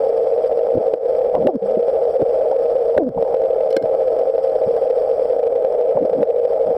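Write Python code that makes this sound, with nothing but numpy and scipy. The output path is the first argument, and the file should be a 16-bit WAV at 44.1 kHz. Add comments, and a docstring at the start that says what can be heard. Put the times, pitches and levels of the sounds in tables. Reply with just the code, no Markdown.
"""A boat runs astern and drags its anchor into sand, heard under water from inside a camera housing.
From the start, collapsing propeller bubbles ring the housing near 500 Hz: a muffled, fluttering drone
over thin fizz. From 0.7 s the housing is bumped; near 1.5 and 3 s it is knocked and creaks. The chain
clinks from 3.7 s, the fizz swells to 5.2 s as the anchor digs in, and two more knocks land near 6 s.
Throughout, the level dips briefly after the hardest blows and a limiter holds the peaks down."""
import sys
import numpy as np
from scipy import signal
from scipy.fft import rfft, irfft, next_fast_len
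from scipy.io import wavfile
from scipy.ndimage import uniform_filter1d

SR = 44100
rng = np.random.default_rng(int(sys.argv[2]) if len(sys.argv) > 2 else 0)


def int16_out(signal):
    """Quantize to a 16-bit WAV file."""
    q = np.round(np.clip(np.atleast_2d(signal).T, -1, 1) * 32767)
    wavfile.write(sys.argv[1], SR, q.astype(np.int16))


N = 298557
TIME_S = np.arange(N) / SR


def gain_of(db):
    """Decibels to amplitude."""
    return 10 ** (np.asarray(db) / 20)


def unit_rms(x):
    """Scale to rms 1."""
    return x / np.sqrt(np.mean(x ** 2) + 1e-20)


def unit_peak(x):
    """Scale to peak 1."""
    return x / abs(x).max()


def add(mix, start_s, sound):
    """Mix a sound in at start_s."""
    part = mix[max(round(start_s * SR), 0):][:len(sound)]
    part += sound[:len(part)]


def bins_hz(size=8192):
    """FFT frequency grid."""
    return np.fft.rfftfreq(size, 1 / SR)


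def colour(spectrum, hz):
    """Gain of an (f/Hz, level/dB) table, interpolated over log frequency."""
    points_hz, db = np.transpose(spectrum)
    return gain_of(np.interp(np.log(hz + 1), np.log(points_hz + 1), db))


def minimum_phase(gain):
    """Sharpest-starting impulse response with this gain."""
    log_gain = np.log(np.concatenate([gain, gain[-2:0:-1]]) + 1e-7)
    spectrum = np.exp(np.conj(signal.hilbert(log_gain)))
    return np.fft.ifft(spectrum).real[:len(gain)]


def wavering(samples, smooth_s):
    """Smoothed noise, rms 1."""
    return unit_rms(uniform_filter1d(rng.standard_normal(samples), max(int(smooth_s * SR), 1)))


# Housing resonances: f/Hz, width/Hz, relative level/dB
HOUSING_MODES = [(475.1, 52.8, 1.5), (530.3, 39.4, 1.5), (622.8, 81.4, -5), (744, 42, -14.5),
                 (808.3, 87, -20), (1002, 23, -37.5), (1146, 25, -39), (1292, 44, -37), (2023, 61, -47),
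                 (2310, 220, -50.5), (3260, 260, -57.5)]
# Leak through the wall: f/Hz, relative level/dB
WALL_LEAK = [(15, -44), (40, -34), (150, -41), (300, -46.5), (1100, -45.5), (1600, -49), (2300, -70),
             (3300, -64.5), (4000, -68), (5300, -62), (7300, -73.5), (11000, -75.5), (15500, -76.5)]


def housing_ring():
    """Response to one pressure spike: strong low resonances over a weak leak."""
    hz = bins_hz()
    power = sum(gain_of(db) ** 2 / (1 + (2 * (hz - mode_hz) / width_hz) ** 2) ** 2
                for mode_hz, width_hz, db in HOUSING_MODES)
    return minimum_phase(np.sqrt(power + colour(WALL_LEAK, hz) ** 2))


def propeller(swarm_db=-17, rate_per_s=900, spread_db=2.0):
    """Bubbles of all sizes collapse at random; each rings the housing."""
    sizes = gain_of(spread_db * np.minimum(rng.exponential(1, N), 3.24))
    spikes = sizes * rng.choice([-1., 1.], N) * (rng.random(N) < rate_per_s / SR)
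    return gain_of(swarm_db) * unit_rms(signal.oaconvolve(spikes, housing_ring())[:N])


# Loudest collapses: t/s, relative crunch level/dB, relative ring level/dB
COLLAPSES = [(.5905, -36, -10.5), (.6684, -32, -14), (.9372, -29.5, -6.5), (1.3512, -40.5, -3.5),
             (1.7115, -34, -11.5), (1.8824, -39, -8), (2.2188, -31.5, -7), (2.5136, -33.5, -9.5),
             (3.2251, -41, -3.5), (3.3424, -38.5, -7.5), (3.4176, -34, -9.5), (4.3798, -37.5, -8),
             (5.648, -35, -5), (5.8101, -34.5, -11.5), (6.0534, -35.5, -11), (6.4514, -40, -8.5)]


def pops(crunch_trim_db=-3, ring_trim_db=3, crunch_s=0.0025, lesser_per_s=8, spread_db=3, count=150):
    """Bubble clouds collapse: a short crunch through the wall while the housing rings."""
    out, t, hz = np.zeros(N), TIME_S[:1024], bins_hz()
    ring = unit_peak(housing_ring())
    leak = minimum_phase(colour(WALL_LEAK, hz) * hz ** 2 / (hz ** 2 + 1000 ** 2) / (1 + hz / 9000))
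    lesser_s = np.cumsum(rng.gamma(2, .5, count)) / lesser_per_s
    scatter_db = spread_db * np.clip(rng.standard_normal((count, 2)), -2, 2)
    lesser_db = [-37.5, -17.5] + scatter_db  # crunch, ring
    for start_s, crunch_db, ring_db in [*COLLAPSES, *np.column_stack([lesser_s, lesser_db])]:
        burst = rng.standard_normal(len(t)) * t * np.exp(-t / crunch_s)
        crunch = unit_peak(signal.fftconvolve(burst, leak))
        add(out, start_s - crunch_s / 2, gain_of(crunch_db + crunch_trim_db) * crunch)
        add(out, start_s, gain_of(ring_db + ring_trim_db) * ring)
    return out


def drone(level_db=-14.0, window_s=.1):
    """The drone is held at an even level, so it ducks briefly around each loud pop."""
    bubbles = propeller() + pops()
    power = uniform_filter1d(bubbles ** 2, int(window_s * SR))
    return gain_of(level_db) * bubbles / np.sqrt(abs(power) + 1e-12)


def crackle(drone_wave, level_db=-53, rate_per_s=3000, steepness=1.7, low_hz=1000, high_hz=2600):
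    """Fine, sharp crackle in clumps, loudest at each swell of the drone."""
    swell = unit_rms(abs(signal.hilbert(drone_wave, next_fast_len(N)))[:N])
    clicks = rng.standard_normal(N) * (rng.random(N) < rate_per_s / SR) * swell ** steepness
    hz = bins_hz()
    grain = minimum_phase(hz ** 2 / (hz ** 2 + low_hz ** 2) / (1 + (hz / high_hz) ** 3))
    return gain_of(level_db) * unit_rms(signal.oaconvolve(clicks, grain)[:N])


# Far, fine bubbles: f/Hz, relative level/dB
FIZZ_SPECTRUM = [(30, 15.5), (1200, 17), (2300, -2), (2700, -4), (3250, 2.5), (3900, -14), (4700, 4.5),
                 (5600, 2.5), (6100, -23.5), (7000, -16), (7900, -4.5), (11000, -17), (15500, -20.5)]
# Swell as the anchor digs in: t/s, relative level/dB
FIZZ_ENVELOPE = [(0, -45), (1.3, -47.5), (2.6, -45), (3.5, -52), (4.1, -44.5), (5.2, -41), (5.45, -51),
                 (6.77, -49.5)]


def fizz(trim_db=-3.0, flicker_db=3.5, flicker_s=.025):
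    """Countless far bubbles merge into a flickering hiss."""
    spectrum = rfft(rng.standard_normal(N)) * colour(FIZZ_SPECTRUM, bins_hz(N))
    hiss = unit_rms(irfft(spectrum, N))
    swell_db = np.interp(TIME_S, *np.transpose(FIZZ_ENVELOPE))
    return hiss * gain_of(swell_db + trim_db + flicker_db * wavering(N, flicker_s))


# Thin whine: f/Hz, rms level/dB
WHINE_TONES = [(7822, -86), (7852, -80), (7882, -75), (7912, -82.5), (12600, -91)]


def whine():
    """Steady high tones; the close ones beat."""
    return sum(gain_of(db) * np.sqrt(2) * np.sin(2 * np.pi * (hz * TIME_S + rng.random()))
               for hz, db in WHINE_TONES)


def rumble(length_s, centre_hz, width_hz):
    """Short swell of band noise, rms 1."""
    hz = bins_hz()
    band = 1 / (1 + ((hz - centre_hz) / width_hz) ** 4) * hz / (hz + 60)
    white = rng.standard_normal(2 * len(hz) - 2)
    noise = irfft(rfft(white) * band)[:int(length_s * SR)]
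    return unit_rms(noise * signal.windows.tukey(len(noise), .7))


# Dull bumps, rubs and swirls of water: t/s, rms level/dB, length/s, centre/Hz, half-width/Hz
SOFT_CONTACTS = [(0.743, -20, 0.051, 250, 220), (0.924, -27, 0.042, 400, 150), (1.33, -19, 0.065, 543, 330),
                 (1.37, -28.5, 0.088, 200, 110), (1.435, -17.5, .06, 340, 150),
                 (1.768, -17.5, 0.019, 343, 120), (2.214, -16.5, 0.022, 300, 190),
                 (2.507, -24, 0.033, 785, 130), (2.96, -20.5, 0.041, 300, 240),
                 (3.151, -31, 0.055, 140, 110), (3.172, -23, .02, 680, 280), (3.223, -30, 0.087, 730, 190),
                 (3.761, -16.5, 0.0196, 373, 110), (4.659, -30, 0.03, 124, 110),
                 (5.968, -17.5, .014, 758, 258), (5.995, -23.5, 0.074, 310, 129),
                 (6.139, -26, 0.12, 277, 130), (6.649, -34.5, 0.092, 230, 172)]


def bumps(gurgles=2, gurgle_db=-16, gurgle_s=0.037, scatter_s=.07, low_hz=164, high_hz=890):
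    """Soft contacts on the housing; each stirs the water, which gurgles around it."""
    out = np.zeros(N)
    for start_s, db, length_s, centre_hz, width_hz in SOFT_CONTACTS:
        add(out, start_s, gain_of(db) * rumble(length_s, centre_hz, width_hz))
        for when, pitch in rng.random((gurgles, 2)):
            gurgle = rumble(gurgle_s, low_hz * (high_hz / low_hz) ** pitch, width_hz=70)
            add(out, start_s + scatter_s * (2 * when - .5), gain_of(db + gurgle_db) * gurgle)
    return out


# Dips after the hardest blows: t/s, depth/dB, hold/s
LEVEL_DIPS = [(.947, 13, 0.057), (1.486, 14.5, .115), (2.994, 16.5, 0.13), (3.775, 10, 0.033),
              (5.982, 6.5, 0.022), (6.236, 9, 0.017)]


def dips(fall_s, recovery_db_per_s=229.5):
    """Gain that sinks at each listed time, holds, and climbs back."""
    down_db = np.zeros(N)
    for start_s, depth_db, hold_s in LEVEL_DIPS:
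        t = np.maximum(TIME_S - start_s, 0)
        remaining_db = np.clip(depth_db - recovery_db_per_s * (t - hold_s), 0, depth_db)
        down_db += remaining_db * (1 - np.exp(-t / fall_s))
    return gain_of(-down_db)


def ticks(base_db=-35, spread_db=7, reference_depth_db=17, per_dip=6):
    """Faint dry ticks sputter during the dips, louder in the deeper ones."""
    out, tick = np.zeros(N), pulse(WALL_LEAK)
    for start_s, depth_db, hold_s in LEVEL_DIPS:
        for when, size in rng.random((per_dip, 2)):
            db = base_db + 2 * (depth_db - reference_depth_db) + spread_db * (2 * size - 0.5)
            add(out, start_s + when * hold_s * .75, gain_of(db) * tick)
    return out


def pulse(spectrum, pitch_ratio=1, crack_db=0, crack_hz=1300):
    """Sharp pulse, peak 1: the spectrum scaled in pitch and shelved above crack_hz."""
    hz = bins_hz()
    treble = 1 - 1 / (1 + (hz / crack_hz) ** 8)
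    return unit_peak(minimum_phase(colour(spectrum, hz / pitch_ratio) * gain_of(crack_db * treble)))


# Knocks on the housing: t/s, peak level/dB, pitch ratio, treble shelf/dB
HARD_CONTACTS = [(1.4708, 2.5, 1.083, 4), (2.9775, 2.5, 1.1, 3), (2.9842, -2.5, 0.83, -8),
                 (5.971, -1, 1.14, -12), (6.2295, -2.5, 1.05, 1)]
# Struck housing: f/Hz, relative level/dB
KNOCK_SPECTRUM = [(30, -18.5), (250, -14), (520, 23.5), (850, -11.5), (1100, -14.5), (1500, -16),
                  (1950, -17.5), (2600, -38), (4500, -47.5), (8000, -52), (15500, -49.5)]


def knocks(rebound_gain=0.31, rebound_s=.0018):
    """Hard contacts on the housing, each with one rebound."""
    out = np.zeros(N)
    for start_s, db, pitch_ratio, crack_db in HARD_CONTACTS:
        contact = gain_of(db) * pulse(KNOCK_SPECTRUM, pitch_ratio, crack_db)
        add(out, start_s, contact)
        add(out, start_s + rebound_s, rebound_gain * contact)
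    return out


# Housing creaks, one list each: t/s, f/Hz, level/dB
CREAK_TRACKS = [
    [(1.474, 430, -21), (1.495, 365, -13), (1.52, 307, -35.5), (1.556, 275.4, -12.5), (1.58, 157, -32)],
    [(1.615, 181.6, -28.5), (1.68, 216.5, -39), (1.75, 234, -40), (1.81, 220, -32)],
    [(2.985, 423, -23), (3.005, 341, -14.5), (3.024, 289.4, -12.5), (3.055, 266, -21), (3.08, 251, -18.5),
     (3.1, 140, -31), (3.125, 109.4, -39.5)],
]


def creaks(octave_db=-2, third_harmonic_db=-28, jitter=0.045, rough_db=3, slip_s=0.008):
    """The housing sticks and slips in the grip; pitch follows sliding speed."""
    out = np.zeros(N)
    for track in CREAK_TRACKS:
        times_s, hz, db = np.transpose(track)
        t = np.arange(times_s[0], times_s[-1], 1 / SR)
        pitch_hz = np.interp(t, times_s, hz) * (1 + jitter * wavering(len(t), slip_s))
        phase = 2 * np.pi * np.cumsum(pitch_hz) / SR
        tone = np.sin(phase) + gain_of(octave_db) * np.sin(2 * phase)
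        tone += gain_of(third_harmonic_db) * np.sin(3 * phase)
        roughness = np.tanh(uniform_filter1d(wavering(len(t), slip_s), size=90))
        grip = gain_of(np.interp(t, times_s, db) + rough_db * roughness)
        add(out, times_s[0], np.sqrt(2) * tone * grip * signal.windows.tukey(len(t), .15))
    return out


# Links strike and scrape: t/s, peak level/dB, rise/s
LINK_STRIKES = [(3.703, -32, 0.0036), (3.726, -28, 0.0017), (3.7655, -13, 0.0013), (3.8238, -33.5, 0.00096),
                (4.495, -39.5, 0.0013)]
# Ring of a link: f/Hz, relative level/dB, t60/s
LINK_MODES = [(1590, 2, 0.033), (1546, -28, 0.19), (2140, -19, .16), (2200, 0, 0.0088), (3020, -1, 0.02),
              (3380, -9.5, 0.019), (4150, 4.5, 0.015), (4420, -16.5, .08), (4520, -19, 0.047),
              (5180, 5.5, 0.016), (7370, -16, .012), (9050, -24, 0.018), (10020, -22, .011)]


def chain(crack_db=9, lowpass_hz=7000, thud_db=5):
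    """Steel grates on steel: a dry crack, a water-damped ring, and a thud in the housing."""
    out, t = np.zeros(N), TIME_S[:SR // 8]
    thud = unit_peak(housing_ring())
    ring = sum(gain_of(db - 60 * t / t60_s) * np.cos(2 * np.pi * hz * t) for hz, db, t60_s in LINK_MODES)
    ring[0] += gain_of(crack_db)
    ring = signal.lfilter(*signal.butter(1, lowpass_hz, fs=SR), ring)
    for start_s, db, rise_s in LINK_STRIKES:
        scrape = rng.standard_normal(len(t)) * t * np.exp(-t / rise_s)
        add(out, start_s, gain_of(db) * unit_peak(signal.fftconvolve(scrape, ring)))
        add(out, start_s, gain_of(db + thud_db) * thud)
    return out


def limiter(x, threshold_db=-13.5, slope=0.39, recovery_db_per_s=130, attack_s=0.00056):
    """Gain steps down at each rising crest over the threshold, crackling faintly, then recovers."""
    level_db = 20 * np.log10(abs(x) + 1e-9)
    recovery_db = TIME_S * recovery_db_per_s
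    held_db = np.maximum.accumulate(level_db + recovery_db) - recovery_db
    over_db = np.maximum(held_db - threshold_db, 0)
    pole = np.exp(-1 / (attack_s * SR))
    return x / gain_of(slope * signal.lfilter([1 - pole], [1, -pole], over_db))


def scene():
    """Steady boat sound plus near contacts; in a dip the hiss sinks faster than the drone."""
    drone_wave = drone()
    hiss = crackle(drone_wave) + fizz() + whine()
    steady = drone_wave * dips(fall_s=0.047) + hiss * dips(fall_s=.014)
    return (steady + ticks() + bumps() + knocks() + creaks() + chain())[None]


def record(dry, ceiling=0.58, notch_hz=6350, notch_width_hz=1500, cutoff_hz=15780):
    """Camera chain: limiter, clipping of the hardest knocks, treble notch, band limit."""
    clipped = np.clip(limiter(dry[0]), -ceiling, ceiling)
    notched = signal.lfilter(*signal.iirnotch(notch_hz, notch_hz / notch_width_hz, fs=SR), clipped)
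    lowpass = signal.firwin(1023, cutoff_hz, window=("kaiser", 9), fs=SR)
    end_fades = signal.windows.tukey(N, .001)
    return signal.oaconvolve(notched * end_fades, lowpass, "same")[None]


dry = scene()
out = record(dry)
int16_out(out)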